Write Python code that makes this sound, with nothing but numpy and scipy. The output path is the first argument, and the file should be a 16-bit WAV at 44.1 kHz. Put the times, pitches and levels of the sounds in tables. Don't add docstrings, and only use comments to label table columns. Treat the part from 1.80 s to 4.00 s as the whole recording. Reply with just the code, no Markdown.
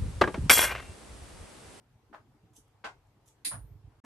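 import sys
import numpy as np
from scipy import signal
from scipy.fft import rfft, irfft
from scipy.io import wavfile
from scipy.ndimage import uniform_filter1d

SR = 44100
rng = np.random.default_rng(int(sys.argv[2]) if len(sys.argv) > 2 else 0)


def unload_audio(sound):
    columns = np.transpose(np.atleast_2d(sound))
    steps = np.round(np.clip(columns, -1, 1) * 32767)
    wavfile.write(sys.argv[1], SR, steps.astype(np.int16))


def nominal_scale(level):
    x = np.asarray(level, float) / 20
    return 10 ** x


N = 97108

# (time [s], crack level [dB])
CLINKS = [
    (1.648, -40.5),
    (1.6555, -59.5),
    (1.659, -58.5),
    (1.669, -58),
    (1.688, -67),
    (1.712, -66.5),
]
THUMP_RISE_S = 0.017


def evened(x):
    return x / np.sqrt(np.mean(x ** 2) + 1e-20)


def read(points, hz):
    f, value = np.transpose(points)
    return np.interp(np.log(hz + 1), np.log(f + 1), value)


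def add(mix, s, sound):
    part = mix[:, round(s * SR):][:, :sound.shape[1]]
    part += sound[:, :part.shape[1]]


def panned(db):
    return nominal_scale(np.array([[db], [-db]]) / 2)


def click(shape, tilt_db=0):
    hz = abs(np.fft.fftfreq(4096, 1 / SR))
    db = read(shape, hz) + tilt_db * np.log2((hz + 50) / 1200)
    log_gain = np.log(nominal_scale(np.maximum(db, -100)))
    phase = -signal.hilbert(log_gain).imag
    x = np.fft.ifft(np.exp(log_gain + 1j * phase)).real[:2048]
    return x / np.linalg.norm(x)


def ring(modes, size=16000):
    t = np.arange(size) / SR
    return sum(nominal_scale(db - 60 * t / t60) * np.sin(2 * np.pi * hz * t) for hz, db, t60 in modes)


def band(lo_hz, hi_hz, size):
    sos = signal.butter(3, [lo_hz, hi_hz], "band", fs=SR, output="sos")
    return evened(signal.sosfilt(sos, rng.standard_normal((2, size))))


def stereo_pair(left, other, same, lean):
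    return np.array([lean * left, (same * left + np.sqrt(1 - same ** 2) * other) / lean])


def room(x, pan_db, dry_db, blur_s=0):
    # (frequency [Hz], likeness)
    port_same = [(130, .95), (300, .85), (600, .8), (1050, .55), (1650, .15), (2900, -.25), (6400, 0),
                 (14000, .1)]
    # (frequency [Hz], level [dB])
    port_lean = [(60, -3), (250, 3.5), (1000, 3), (2500, 0), (4700, 2), (7500, -1), (14000, -4)]
    # (frequency [Hz], t60 [s])
    decay = [(250, 0.26), (1000, 0.17), (3000, 0.16), (8000, 0.21), (13000, 0.17)]
    fill_s, hold_s = 0.003, 0.016
    shape = (2, SR // 2)
    build = np.minimum(np.arange(SR // 2) / SR / fill_s, 1)
    taps = rng.choice([-1., 1.], shape) * (rng.random(shape) < 0.1) * build
    hz, t, z = signal.stft(taps, SR, nperseg=256)
    same = np.clip(read(port_same, hz), -1, 1)[:, None]
    z = stereo_pair(z[0], z[1], same, nominal_scale(read(port_lean, hz) / 2)[:, None])
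    z = z * nominal_scale(-60 * np.maximum(t - hold_s, 0) / read(decay, hz)[:, None])
    tail = signal.istft(z, SR, nperseg=256)[1]
    tail = tail / np.linalg.norm(tail) * np.sqrt(2)
    blur = np.hanning(round(blur_s * SR) + 3)
    tail[:, :len(blur)] += nominal_scale(dry_db) * blur / blur.sum()
    return signal.fftconvolve(x[None], tail, axes=1) * panned(pan_db)


def pock(shape, shell_db, db, dry_db, pan_db, tilt_db):
    # (frequency [Hz], level [dB], t60 [s])
    shell = [(858, -24.5, 0.034), (981, -28.5, 0.19), (1126, -10.5, 0.072), (1440, -12, 0.092),
             (1540, -3.5, .07), (1618, -8.5, 0.094), (2106, -19, 0.3)]
    x = click(shape, tilt_db) + nominal_scale(shell_db) * ring(shell, size=2048)
    return nominal_scale(db + 32.5) * room(x, pan_db, dry_db, blur_s=0.00015)


def racket_knock(*row):
    # (frequency [Hz], density [dB per Hz])
    ball = [(150, -18.5), (300, -10.5), (900, 1.5), (1550, -6), (2300, -8), (4000, -19.5), (8500, -34),
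            (11500, -49.5)]
    return pock(ball, -25, *row)


def ball_landing(*row):
    # (frequency [Hz], density [dB per Hz])
    landing = [(200, -18.5), (450, -8), (620, 3), (1100, 2), (1700, -2.5), (2200, -14), (4500, -27),
               (14000, -46.5)]
    return pock(landing, -49, *row)


def fitting_cracks():
    # (frequency [Hz], density [dB per Hz])
    crack = [(300, -33.5), (1300, -25), (2100, -9.5), (3000, -13), (4100, -8), (7000, -14.5), (10300, -9.5),
             (14400, -25)]
    # (frequency [Hz], width [Hz], depth [dB])
    hollows = [(2964, 310, -5), (5960, 380, -10.5), (8350, 210, -14), (14500, 250, -18)]
    hits = np.zeros(4000)
    for s, db in CLINKS:
        hits[round((s - CLINKS[0][0]) * SR)] = nominal_scale(db + 37.5)
    hz = np.geomspace(200, 16000, num=400)
    colour = read(crack, hz)
    for f, width_hz, db in hollows:
        colour += db * np.exp(-((hz - f) / width_hz) ** 2)
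    return room(signal.fftconvolve(hits, click(np.transpose([hz, colour]))), 0, -22)


def fitting_ring():
    metal_hz = [2180, 3761, 3955, 7798, 9283, 9353, 9468, 9521, 9610, 9841, 10247, 10430, 10570, 10950,
                11230, 13126]
    # (level [dB], t60 [s], left-right [dB], bend [1 dies evenly, 2 holds then dies ever faster])
    modes = [(-18, .11, 0, 1), (-16, .12, 4, 1), (-17, .1, 4, 1), (-27, .2, 0, 1), (-15, .3, -2, 1),
             (-8.5, .27, -2, 1.35), (-17, .18, -2, 2), (-4, .215, -1, 2), (-20, .17, -2, 2),
             (-8, .16, -4, 1.5), (-9, .09, -10, 1), (-9, .1, -10, 1), (-15, .1, -9, 1), (-17, .13, -9, 1),
             (-22, .06, -6, 1), (-25, .13, -3, 1)]
    rise_s = [
        [.014],
        [.005],
    ]
    fizz_hz = (12270, 14300)
    ring_db, wet_db, fizz_db, fizz_s = -27, -13, -76, 0.37
    t = np.arange(16000) / SR
    rise, out = 1 - np.exp(-t / np.array(rise_s)), np.zeros((2, len(t)))
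    for hz, (db, t60, pan_db, bend) in zip(metal_hz, modes):
        lead = 1.55 + rng.standard_normal() / 2
        turn = 2 * np.pi * rng.random() + np.array([[lead], [0]])
        level = nominal_scale(ring_db + db - 60 * (t / t60) ** bend) * panned(pan_db)
        out += level * rise * np.sin(2 * np.pi * hz * t + turn)
    fizz = nominal_scale(fizz_db) * band(*fizz_hz, len(t)) * rise * np.clip((fizz_s - t) / 0.14, 0, 1)
    return out + fizz + nominal_scale(wet_db) * room(out.mean(0), -4, -40)[:, :len(t)]


def scuff(swell_s, swell_db, snap_db, pan_db):
    # (frequency [Hz], density [dB per Hz])
    sole_shape = [(1800, -23.5), (3300, -3.5), (4500, -14), (5500, -3.5), (7200, 1.5), (8600, -4.5),
                  (10500, -6.5), (14300, -18.5)]
    shade_hz = (8000, 10500)
    grit_per_s, grit_db, grit_dry_db = 9000, 2.5, -14
    snap_s, snap_wet_db = 0.0069, -8.5
    u = np.linspace(0, 1, round(swell_s * SR))
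    grit, spread, burst = rng.standard_normal((3, len(u)))
    sparse = rng.random(len(u)) < grit_per_s / SR
    slide = nominal_scale(swell_db + 15) * u * grit * nominal_scale(grit_db * abs(spread)) * sparse
    snap_rise = np.clip(1 - (1 - u) * swell_s / snap_s, 0, 1)
    snap = nominal_scale(snap_db + snap_wet_db + 9.5) * burst * snap_rise
    sole = click(sole_shape)
    x = room(signal.fftconvolve(slide, sole), 0, grit_dry_db)
    x = x + room(signal.fftconvolve(snap, sole), 0, -snap_wet_db)
    treble = np.interp(np.fft.rfftfreq(x.shape[1], 1 / SR), shade_hz, [0, 1])
    return irfft(rfft(x) * nominal_scale(np.array([[pan_db], [-pan_db]]) / 2 * treble), x.shape[1])


def soft_push(size):
    return np.sin(np.pi / 2 * np.minimum(np.arange(size) / SR / THUMP_RISE_S, 1)) ** 2


def thump(boom_db, board_db, creak_db, share):
    # (frequency [Hz], level [dB], t60 [s])
    boom = [(54, -1, 0.53)]
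    # (frequency [Hz], level [dB], t60 [s])
    board = [(104.7, 3, 0.31), (121.6, 3, 0.18)]
    # (frequency [Hz], level [dB], t60 [s])
    creak = [(223, 5, 0.095), (300, 7.5, 0.11), (429, -3, 0.1)]
    x = 0
    for db, modes in ((boom_db, boom), (board_db, board)):
        x = x + nominal_scale(db) * ring([(hz, d, t60 * share) for hz, d, t60 in modes])
    lean = panned(-4.5)
    return soft_push(len(x)) * (x * lean + nominal_scale(creak_db) * ring(creak) / lean)


def tock(hz, db, t60):
    x = ring([(hz, db, t60)])
    return x * soft_push(len(x)) * panned(3)


def steady(shape, db, patchy_db, size):
    # (frequency [Hz], left-right likeness)
    likeness = [(60, 1), (230, 0.93), (920, 0.64), (3580, 0.023), (14000, 0.017)]
    # (frequency [Hz], left-right level [dB])
    side = [(60, 2.5), (230, -1), (920, 2.5), (3580, 0), (14000, -3.5)]
    frames, hz = 4 * N // size + 5, np.fft.rfftfreq(size, 1 / SR)
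    a, b, c, d, patches = rng.standard_normal((frames, len(hz), 5)).T
    patches = uniform_filter1d(uniform_filter1d(patches, size=12, axis=0), size=8, axis=1)
    same = np.clip(read(likeness, hz), -1, 1)[:, None]
    z = stereo_pair(a + 1j * b, c + 1j * d, same, nominal_scale(read(side, hz) / 2)[:, None])
    z = z * nominal_scale(read(shape, hz)[:, None] + patchy_db * evened(patches))
    return nominal_scale(db) * evened(signal.istft(z, nperseg=size, noverlap=3 * size // 4)[1][:, :N])


def house_hum():
    # (frequency [Hz], density [dB per Hz])
    hum = [(30, -30), (54, 9.5), (78, -29), (115, 1), (160, -20), (300, -17.5), (450, -17.5), (700, -58.5)]
    return steady(hum, -66, patchy_db=4.5, size=2048)


def room_air():
    # (frequency [Hz], density [dB per Hz])
    air = [(180, -35.5), (300, -2), (347, -32.5), (488, -6), (622, -4.5), (875, -2), (949, -5), (1650, -12),
           (14500, -28.5)]
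    return steady(air, -73, patchy_db=1.5, size=1024)


def appliance_whistle():
    # (frequency [Hz], half width [Hz], level [dB], start [s], end [s])
    whistle = (4698, 150, -86, -6, -3.5)
    hz, width_hz, db, start, end = whistle
    t = np.arange(N) / SR
    fade = np.clip(np.minimum(t - start, end - t) / 0.064, 0, 1)
    return nominal_scale(db) * band(hz - width_hz, hz + width_hz, N) * fade


def scene():
    # (time [s], level [dB], direct [dB], left-right [dB], brightness [dB per octave])
    knocks = [
        (1.040, -48.5, -14, 6.5, 0.5),
        (1.0432, -42.5, -8, -2.5, 3),
    ]
    # (time [s], level [dB], direct [dB], left-right [dB], brightness [dB per octave])
    bounces = [
        (.329, -51.5, -14.5, -3, 0.7),
        (.347, -56, 0, 3.5, 2.5),
        (1.713, -47.5, -15.5, -0.5, 4.5),
        (1.732, -52, -14, 6.5, 1.9),
    ]
    # (snap time [s], swell [s], swell level [dB], snap level [dB], treble left-right [dB])
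    scuffs = [
        (0.738, 0.0062, -73, -79, -13),
        (.767, 0.027, -66.5, -64.5, -9.5),
        (0.884, 0.013, -109, -85, -27),
        (1.273, 0.011, -103, -87, -12),
        (1.462, 0.0094, -74.5, -86, -21),
        (1.482, 0.015, -80.5, -71.5, -14.5),
        (1.489, 0.04, -74, -69.5, -7),
    ]
    # (time [s], boom [dB], board [dB], creak [dB], share of free ring time)
    thumps = [(0.224, -76, -64, -70, 1), (0.29, -69, -72, -60.5, .6), (0.305, -80, -77, -54.5, 0.5),
              (0.389, -74, -60.5, -67, .8), (0.54, -71, -65, -62.5, .8), (0.629, -91, -55, -65.5, 0.39),
              (0.647, -79, -61, -81, 0.34), (0.698, -97, -58, -65.5, 0.61), (0.714, -84, -57.5, -78, 0.68),
              (0.772, -56, -84, -62.5, 0.3), (0.938, -75, -58.5, -90, 0.46), (1.039, -75, -80, -54.5, 0.48),
              (1.661, -67, -86, -52.5, 0.94), (1.713, -49.5, -49, -69, 0.66), (1.728, -68, -43, -65, 0.97),
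              (1.745, -57, -42.5, -72, 0.72), (1.766, -62, -41.5, -58, 0.32),
              (1.791, -37.5, -64, -62.5, 0.84), (1.835, -46, -43.5, -78, 0.45),
              (1.904, -47.5, -42, -74, 0.43), (1.947, -55, -39, -70, .35), (1.985, -57, -57, -74, 1),
              (2.035, -41.5, -41.5, -77, 0.33), (2.067, -62, -42.5, -64.5, 0.34),
              (2.112, -70, -60.5, -81, 0.74), (2.172, -63.5, -59, -74, 0.98)]
    # (time [s], pitch [Hz], level [dB], t60 [s])
    tocks = [(.225, 478, -63, .1), (.3, 396, -55, 0.17), (0.331, 208, -64, .1), (.56, 382, -62, .1),
             (0.626, 171, -55, 0.18), (.66, 760, -68, 0.33), (0.741, 190, -66, 0.12), (1.0, 201, -62, .1),
             (1.49, 875, -64, 0.14), (1.723, 191, -39, 0.075), (1.743, 237, -46, 0.11),
             (1.774, 273, -63, 0.08), (1.879, 405, -60, .12), (1.917, 206, -52, 0.058),
             (2.011, 393, -64.5, 0.15), (2.074, 300, -63, 0.07)]
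    mix = house_hum() + room_air() + appliance_whistle()
    for s, *row in knocks:
        add(mix, s, racket_knock(*row))
    for s, *row in bounces:
        add(mix, s, ball_landing(*row))
    add(mix, CLINKS[0][0], fitting_cracks())
    add(mix, 1.648, fitting_ring())
    for s, swell_s, *row in scuffs:
        add(mix, s - swell_s, scuff(swell_s, *row))
    for s, *row in thumps:
        add(mix, s, thump(*row))
    for s, *row in tocks:
        add(mix, s, tock(*row))
    return mix


def low_pass(x):
    return signal.sosfilt(signal.butter(12, 14610, fs=SR, output="sos"), x)


def record(dry):
    low_cut = signal.butter(4, 41, "high", fs=SR, output="sos")
    edge = signal.firwin(511, 14300, window=("kaiser", 9), fs=SR)
    mix = signal.oaconvolve(signal.sosfilt(low_cut, dry), edge[None], "same")
    return low_pass(mix)


dry = scene()
out = record(dry)
unload_audio(out)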